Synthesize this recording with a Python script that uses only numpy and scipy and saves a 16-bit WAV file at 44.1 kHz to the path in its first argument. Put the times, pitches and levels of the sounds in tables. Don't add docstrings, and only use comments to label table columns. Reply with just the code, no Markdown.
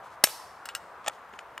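import sys
import numpy as np
from scipy import signal
from scipy.fft import rfft, irfft
from scipy.io import wavfile
from scipy.ndimage import uniform_filter1d

SR = 44100
rng = np.random.default_rng(int(sys.argv[2]) if len(sys.argv) > 2 else 0)


def voltage_ratio(decibels):
    exponent = np.asarray(decibels, float) / 20
    return 10 ** exponent


def to_wav(sig):
    pcm = np.clip(np.atleast_2d(sig), -1, 1) * 32767
    pcm = np.round(pcm).astype(np.int16)
    wavfile.write(sys.argv[1], SR, pcm.T)


N = 70560


def evened(x):
    return x / np.sqrt(np.mean(x ** 2) + 1e-20)


def loudest(x):
    return x / np.sqrt(uniform_filter1d(x ** 2, size=128).max() + 1e-20)


def read(points, hz):
    f, value = np.transpose(points)
    return np.interp(np.log(hz + 1), np.log(f + 1), value)


def add(mix, start_s, sound):
    part = mix[round(start_s * SR):][:len(sound)]
    part += sound[:len(part)]


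def colour(x, points, tilt_db=0., hard_db=0.):
    hz = abs(np.fft.fftfreq(4096, 1 / SR))
    shelf_db = hard_db * np.interp(hz, [8000, 11000], [0, 1])
    octaves = np.log2(np.maximum(hz, 1000) / 3000)
    log_gain = np.log(voltage_ratio(read(points, hz) + shelf_db + tilt_db * octaves))
    taps = np.fft.ifft(np.exp(np.conj(signal.hilbert(log_gain)))).real[:2048]
    return signal.fftconvolve(x, taps)[:len(x)]


def strike(slip_s, tilt_db, hard_db, modes, crack, ring_t, crack_t60_s, rattle_db, rattle_t60_s, rise):
    # hz, gain_db
    low_cut = [(60, -45), (600, 0)]
    t = ring_t
    a, b, c = rng.standard_normal((3, len(t)))
    onset = np.minimum(t / max(slip_s * rise, 1e-4), 1)
    slips = a * (abs(b) > .7) * onset * voltage_ratio(-60 * np.maximum(t - slip_s, 0) / crack_t60_s)
    rattle = c * onset * voltage_ratio(rattle_db - 60 * t / rattle_t60_s)

    twins = [(hz * 1.044, db - 7.5, t60_s) for hz, db, t60_s in modes]
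    ring = np.zeros(len(t))
    for hz, db, t60_s in list(modes) + twins:
        drive = abs(slips @ np.exp(2j * np.pi * hz * t))
        ring += voltage_ratio(db - 60 * t / t60_s) * np.sin(2 * np.pi * hz * t) / drive ** .9
    ring = colour(signal.fftconvolve(slips, ring)[:len(t)], low_cut, tilt_db, hard_db)

    z = rfft(slips + rattle)
    flat = irfft(z / np.sqrt(uniform_filter1d(abs(z) ** 2, size=70))) * (t < .15)
    return loudest(colour(flat, crack, tilt_db, hard_db)), loudest(ring)


def strikes(events, modes, crack, ring_db, echo_db, **part):
    near, far = np.zeros(N), np.zeros(N)
    t = np.arange(8192) / SR
    for start_s, force_db, slip_s, tilt_db, hard_db in events:
        crackle, ring = strike(slip_s, tilt_db, hard_db, modes, crack, t, **part)
        crackle = voltage_ratio(force_db - 2) * crackle
        ring = voltage_ratio(force_db - 2.5 + ring_db) * ring
        add(near, start_s, crackle + ring)
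        add(far, start_s, voltage_ratio(echo_db) * (crackle + voltage_ratio(-4) * ring))
    return np.array([near, far])


def spring_snap():
    # start_s, force_db, slip_s, tilt_db_per_octave, hardness_db
    snaps = [
        (.2375, -42, .0003, 0, 0),
        (.2388, -7.5, 0.0026, 0, 0),
    ]
    # hz, level_db, t60_s
    modes = [(1000, -12.5, 0.02), (10480, -8, 0.03), (1297, -7, 0.03), (1680, -1.5, 0.026),
             (2130, -6.5, 0.03), (2600, -6.5, .02), (3005, 0.5, .016), (3981, -5, 0.024), (4635, -6, 0.026),
             (5450, -1.5, .04), (6296, -5.5, 0.024), (8545, -1, .035), (11430, -1.5, 0.037),
             (13500, -9, .03)]
    # hz, db_per_hz
    crack = [(40, -55), (650, -27), (1100, -11), (3000, -3), (5460, -5), (11300, -6), (14600, -14.5),
             (15800, -34)]
    return strikes(snaps, modes, crack, ring_db=-2, echo_db=-.5, crack_t60_s=.0046,
                   rattle_db=-23.5, rattle_t60_s=.16, rise=.22)


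def jaw_ticks():
    # start_s, force_db, slip_s, tilt_db_per_octave, hardness_db
    ticks = [
        (.6558, -36.5, 0.0012, 3.5, 2.5),
        (.6577, -40, .0006, 2, -2),
        (.6885, -32, 0.00067, -1, -3),
        (.7503, -26.5, 0.0013, 2, -0.5),
    ]
    # hz, level_db, t60_s
    modes = [(1396, -4.5, 0.13), (1625, -1, 0.069), (1932, -2.5, 0.051), (2745, -7, 0.0523),
             (2858, 2, 0.05), (3921.3, -11, 0.026), (4330, -9.5, 0.028), (5219.5, -6, 0.057),
             (6498, -12.5, 0.0265), (7520, -2.5, 0.01741), (8365, -10, 0.01395), (8520, -13, 0.015),
             (10376, -14, 0.01249), (13200, -18, .012)]
    # hz, db_per_hz
    crack = [(500, -44), (1000, -9.5), (2840, -3.5), (5870, -10.5), (8660, -9.5), (10000, -19),
             (14000, -17.5), (15800, -28)]
    return strikes(ticks, modes, crack, ring_db=2, echo_db=-2, crack_t60_s=.006,
                   rattle_db=-16, rattle_t60_s=.09, rise=.03)


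def body_knocks():
    # start_s, force_db, slip_s, tilt_db_per_octave, hardness_db
    knocks = [(.2712, -30, 0.0011, -1, -4), (.287, -39, 0.00078, -2, 4),
              (1.0435, -45.5, 0.001795, -4.5, -3), (1.0625, -33, 0.0010445, -1.5, -14),
              (1.0700, -34, .001, -6, -7.5), (1.0718, -34, 0.0016, 0, -10), (1.0783, -29.5, 0.0012, -4, 0),
              (1.0800, -24, 0.00064, -0.5, 0.5), (1.0811, -23.5, 0.0004906, 2, -1),
              (1.0826, -28.5, 0.00081, 2.5, 0), (1.096, -37.5, 0.0014, -5, -10)]
    # hz, level_db, t60_s
    modes = [(687.4, -12, 0.04), (835, -2, .045), (1314, -1, 0.048), (1843, -6.5, 0.033), (2415, -10, .02),
             (3380, -4.5, 0.016), (4476.4, -13, 0.016), (5400, -14, .02), (6927, -4.5, 0.014),
             (7722, -11, 0.019), (8560, -17, .015)]
    # hz, db_per_hz
    crack = [(100, -44.5), (400, -19.5), (1100, -9), (2000, -9), (3400, -8.5), (4000, -20.5), (6900, -15),
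             (16000, -32)]
    return strikes(knocks, modes, crack, ring_db=-2.5, echo_db=-10, crack_t60_s=.0076,
                   rattle_db=-28, rattle_t60_s=.0449, rise=.5)


def plate_taps():
    # start_s, force_db, slip_s, tilt_db_per_octave, hardness_db
    taps = [
        (1.293, -60.5, .0004, 6, 4),
        (1.334, -46.5, 0.00532, 0, -14),
        (1.3888, -40.5, 0.00059, -1, -7.5),
        (1.3902, -35.5, 0.000595, 2, -14),
        (1.3918, -41, 0.0006456, 1, -14.5),
        (1.5773, -32, 0.0006, -4, -5),
        (1.5789, -33.5, 0.0008148, 0.5, 4),
    ]
    # hz, level_db, t60_s
    modes = [(800, -12.5, 0.011), (1210, 0.5, 0.0078), (1570, -1.5, 0.016), (1945, -4, 0.014),
             (2415.9, -3, 0.01027), (2900, 0, 0.015), (3286, -21, 0.00796), (5103.3, -10.5, 0.014),
             (6900, -4.5, 0.012136), (8484.5, -13, 0.011)]
    # hz, db_per_hz
    crack = [(240, -37), (600, -14), (1330, 1), (3200, -8.5), (4000, -20), (7000, -23.5), (15000, -24.5),
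             (16000, -32)]
    return strikes(taps, modes, crack, ring_db=-4, echo_db=-8, crack_t60_s=.004,
                   rattle_db=-17.5, rattle_t60_s=.01, rise=.5)


def thuds():
    # start_s, level_db, pitch_hz, t60_s
    swings = [
        (.239, -32, 256, 0.017),
        (.239, -27, 377, .03),
        (.239, -22, 647, 0.01983),
        (.239, -22, 784, 0.014),
        (1.079, -38, 652.8, 0.04516),
        (1.0794, -26.5, 1325, 0.041),
        (1.330, -48, 231.7, 0.05473),
        (1.333, -45.5, 400, 0.05283),
        (1.5776, -46, 752, .02),
    ]
    # hz, gain_db
    low_cut = [(30, -36), (200, 0)]
    out, t = np.zeros(N), np.arange(4096) / SR
    for start_s, level_db, pitch_hz, t60_s in swings:
        add(out, start_s, voltage_ratio(level_db - 60 * t / t60_s) * np.sin(2 * np.pi * pitch_hz * t))
    return colour(out, low_cut)


def squeaks():
    # start_s, length_s, level_db, pitch_hz
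    tones = [
        (1.323, .014, -66, 6600),
        (1.353, .017, -64, 6600),
        (1.402, .016, -67, 7000),
        (1.064, .01, -50, 6800),
    ]
    out, t = np.zeros(N), np.arange(0, .04, 1 / SR)
    for start_s, length_s, level_db, pitch_hz in tones:
        waver = 1 + .2004 * uniform_filter1d(rng.standard_normal(len(t)), size=60)
        swell = np.sin(np.pi * np.minimum(t / length_s, 1))
        tone = np.sin(2 * np.pi * np.cumsum(pitch_hz * waver) / SR)
        add(out, start_s, voltage_ratio(level_db) * swell * tone)
    return out


def sole():
    # start_s, length_s, level_db
    scuffs = [
        (.01, 0.099, -62),
        (0.082, 0.09555, -63),
        (1.026, 0.0581, -62),
        (1.083, 0.10807, -62.5),
        (1.319, 0.0635, -66),
        (1.375, .05, -62.5),
    ]
    # hz, db_per_hz
    spectrum = [(800, -10), (2500, 2.5), (7000, -4), (12000, -11.5), (16000, -27.5)]
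    grains_per_s = 10000
    hits = rng.random(N) < grains_per_s / SR
    grit = hits * rng.standard_normal(N) * voltage_ratio(2 * rng.exponential(1, N))
    t, stroke = np.arange(N) / SR, np.zeros(N)
    for start_s, length_s, level_db in scuffs:
        stroke += voltage_ratio(level_db) * np.sin(np.pi * np.clip((t - start_s) / length_s, 0, 1)) ** 2
    return stroke * evened(colour(grit, spectrum))


def ports(x):
    # hz, lead_rad
    lead = [(60, 0.67), (1000, 0.57), (9000, 0.52), (11500, -0.48), (12800, 0.69), (13400, -0.2),
            (15000, -1.2), (16100, 0.5)]
    # hz, left_minus_right_db
    lean = [(60, -0.5), (150, 1.5), (380, 0.5), (950, 1.0), (2380, 1.0), (5980, 1), (15000, 1.5)]
    # hz, level_db
    apart = [(4000, -36), (8000, -22), (12000, -9), (16000, -6)]
    hz = np.fft.rfftfreq(N, 1 / SR)
    half = voltage_ratio(read(lean, hz) / 2) * np.exp(.5j * read(lead, hz))
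    scatter = evened(rng.standard_normal(64)) / 8
    side = voltage_ratio(read(apart, hz)) * rfft(scatter, N)
    return irfft(rfft(x) * np.array([half + side, 1 / half - side]), N)


def woods(x):
    # hz, t60_s
    decay = [(500, 0.17), (2000, 0.56), (5000, .75), (9000, .6), (15000, .45)]
    level_db, start_s, rise_s = -22, .024, .032
    same, tilt_db_per_octave = .812, .54
    hz, t, z = signal.stft(rng.standard_normal((2, SR)), SR, nperseg=256)
    z = np.array([z[0], same * z[0] + np.sqrt(1 - same ** 2) * z[1]])
    build = np.clip((t - start_s) / rise_s, 0, 1)
    tilt_db = tilt_db_per_octave * np.log2((hz[:, None] + 100) / 3000)
    fade = voltage_ratio(tilt_db - 60 * t / read(decay, hz)[:, None])
    tail = signal.istft(z * build * fade, SR, nperseg=256)[1]
    tail = tail / np.linalg.norm(tail[0])
    return voltage_ratio(level_db) * signal.fftconvolve(x[None], tail, axes=1)[:, :N]


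def road():
    # hz, db_per_hz
    spectrum = [(40, -44.5), (75, -13), (250, -18.5), (450, -10.5), (1000, -1.5), (1500, -7.5),
                (2600, -22.5), (7000, -50)]
    # hz, likeness
    likeness = [(60, 1), (180, 0.971), (550, 0.99395), (1650, 0.93596), (4970, 0.66), (15000, 0.25)]
    # hz, left_minus_right_db
    leaning = [(60, 1.0), (240, 1.0), (950, 1.6), (3770, 1.5), (15000, 0.015)]
    frames, hz = N // 256 + 5, np.fft.rfftfreq(1024, 1 / SR)
    a, b, c, d, patches = rng.standard_normal((frames, 513, 5)).T
    patches = uniform_filter1d(patches, size=10, axis=0)
    patches = evened(uniform_filter1d(patches, size=12, axis=1))
    same = np.clip(read(likeness, hz), -1, 1)[:, None]
    lean = voltage_ratio(read(leaning, hz)[:, None] / 2)
    left = a + 1j * b
    right = same * left + np.sqrt(1 - same ** 2) * (c + 1j * d)
    z = np.array([left * lean, right / lean])
    z *= voltage_ratio(read(spectrum, hz)[:, None] + 1.2 * patches)
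    return voltage_ratio(-48) * evened(signal.istft(z, nperseg=1024, noverlap=768)[1][:, :N])


def hiss():
    # hz, db_per_hz
    spectrum = [(1500, -5.5), (3000, 2), (8000, -6), (15300, -11), (15650, -30)]
    a, b = rng.standard_normal((2, N))
    return voltage_ratio(-69) * evened(np.array([colour(a, spectrum), colour(.6 * a + .8 * b, spectrum)]))


def scene():
    near, far = spring_snap() + jaw_ticks() + body_knocks() + plate_taps()
    near = near + thuds() + squeaks() + sole()
    return ports(near) + woods(far) + road() + hiss()


def roll_off(x):
    return signal.sosfilt(signal.butter(12, 16530, fs=SR, output="sos"), x)


def record(dry):
    held = dry / (1 + (dry / .95) ** 8) ** (1 / 8)
    edge = signal.firwin(511, 15800, window=("kaiser", 9), fs=SR)
    return roll_off(signal.oaconvolve(held, edge[None], "same"))


dry = scene()
out = record(dry)
to_wav(out)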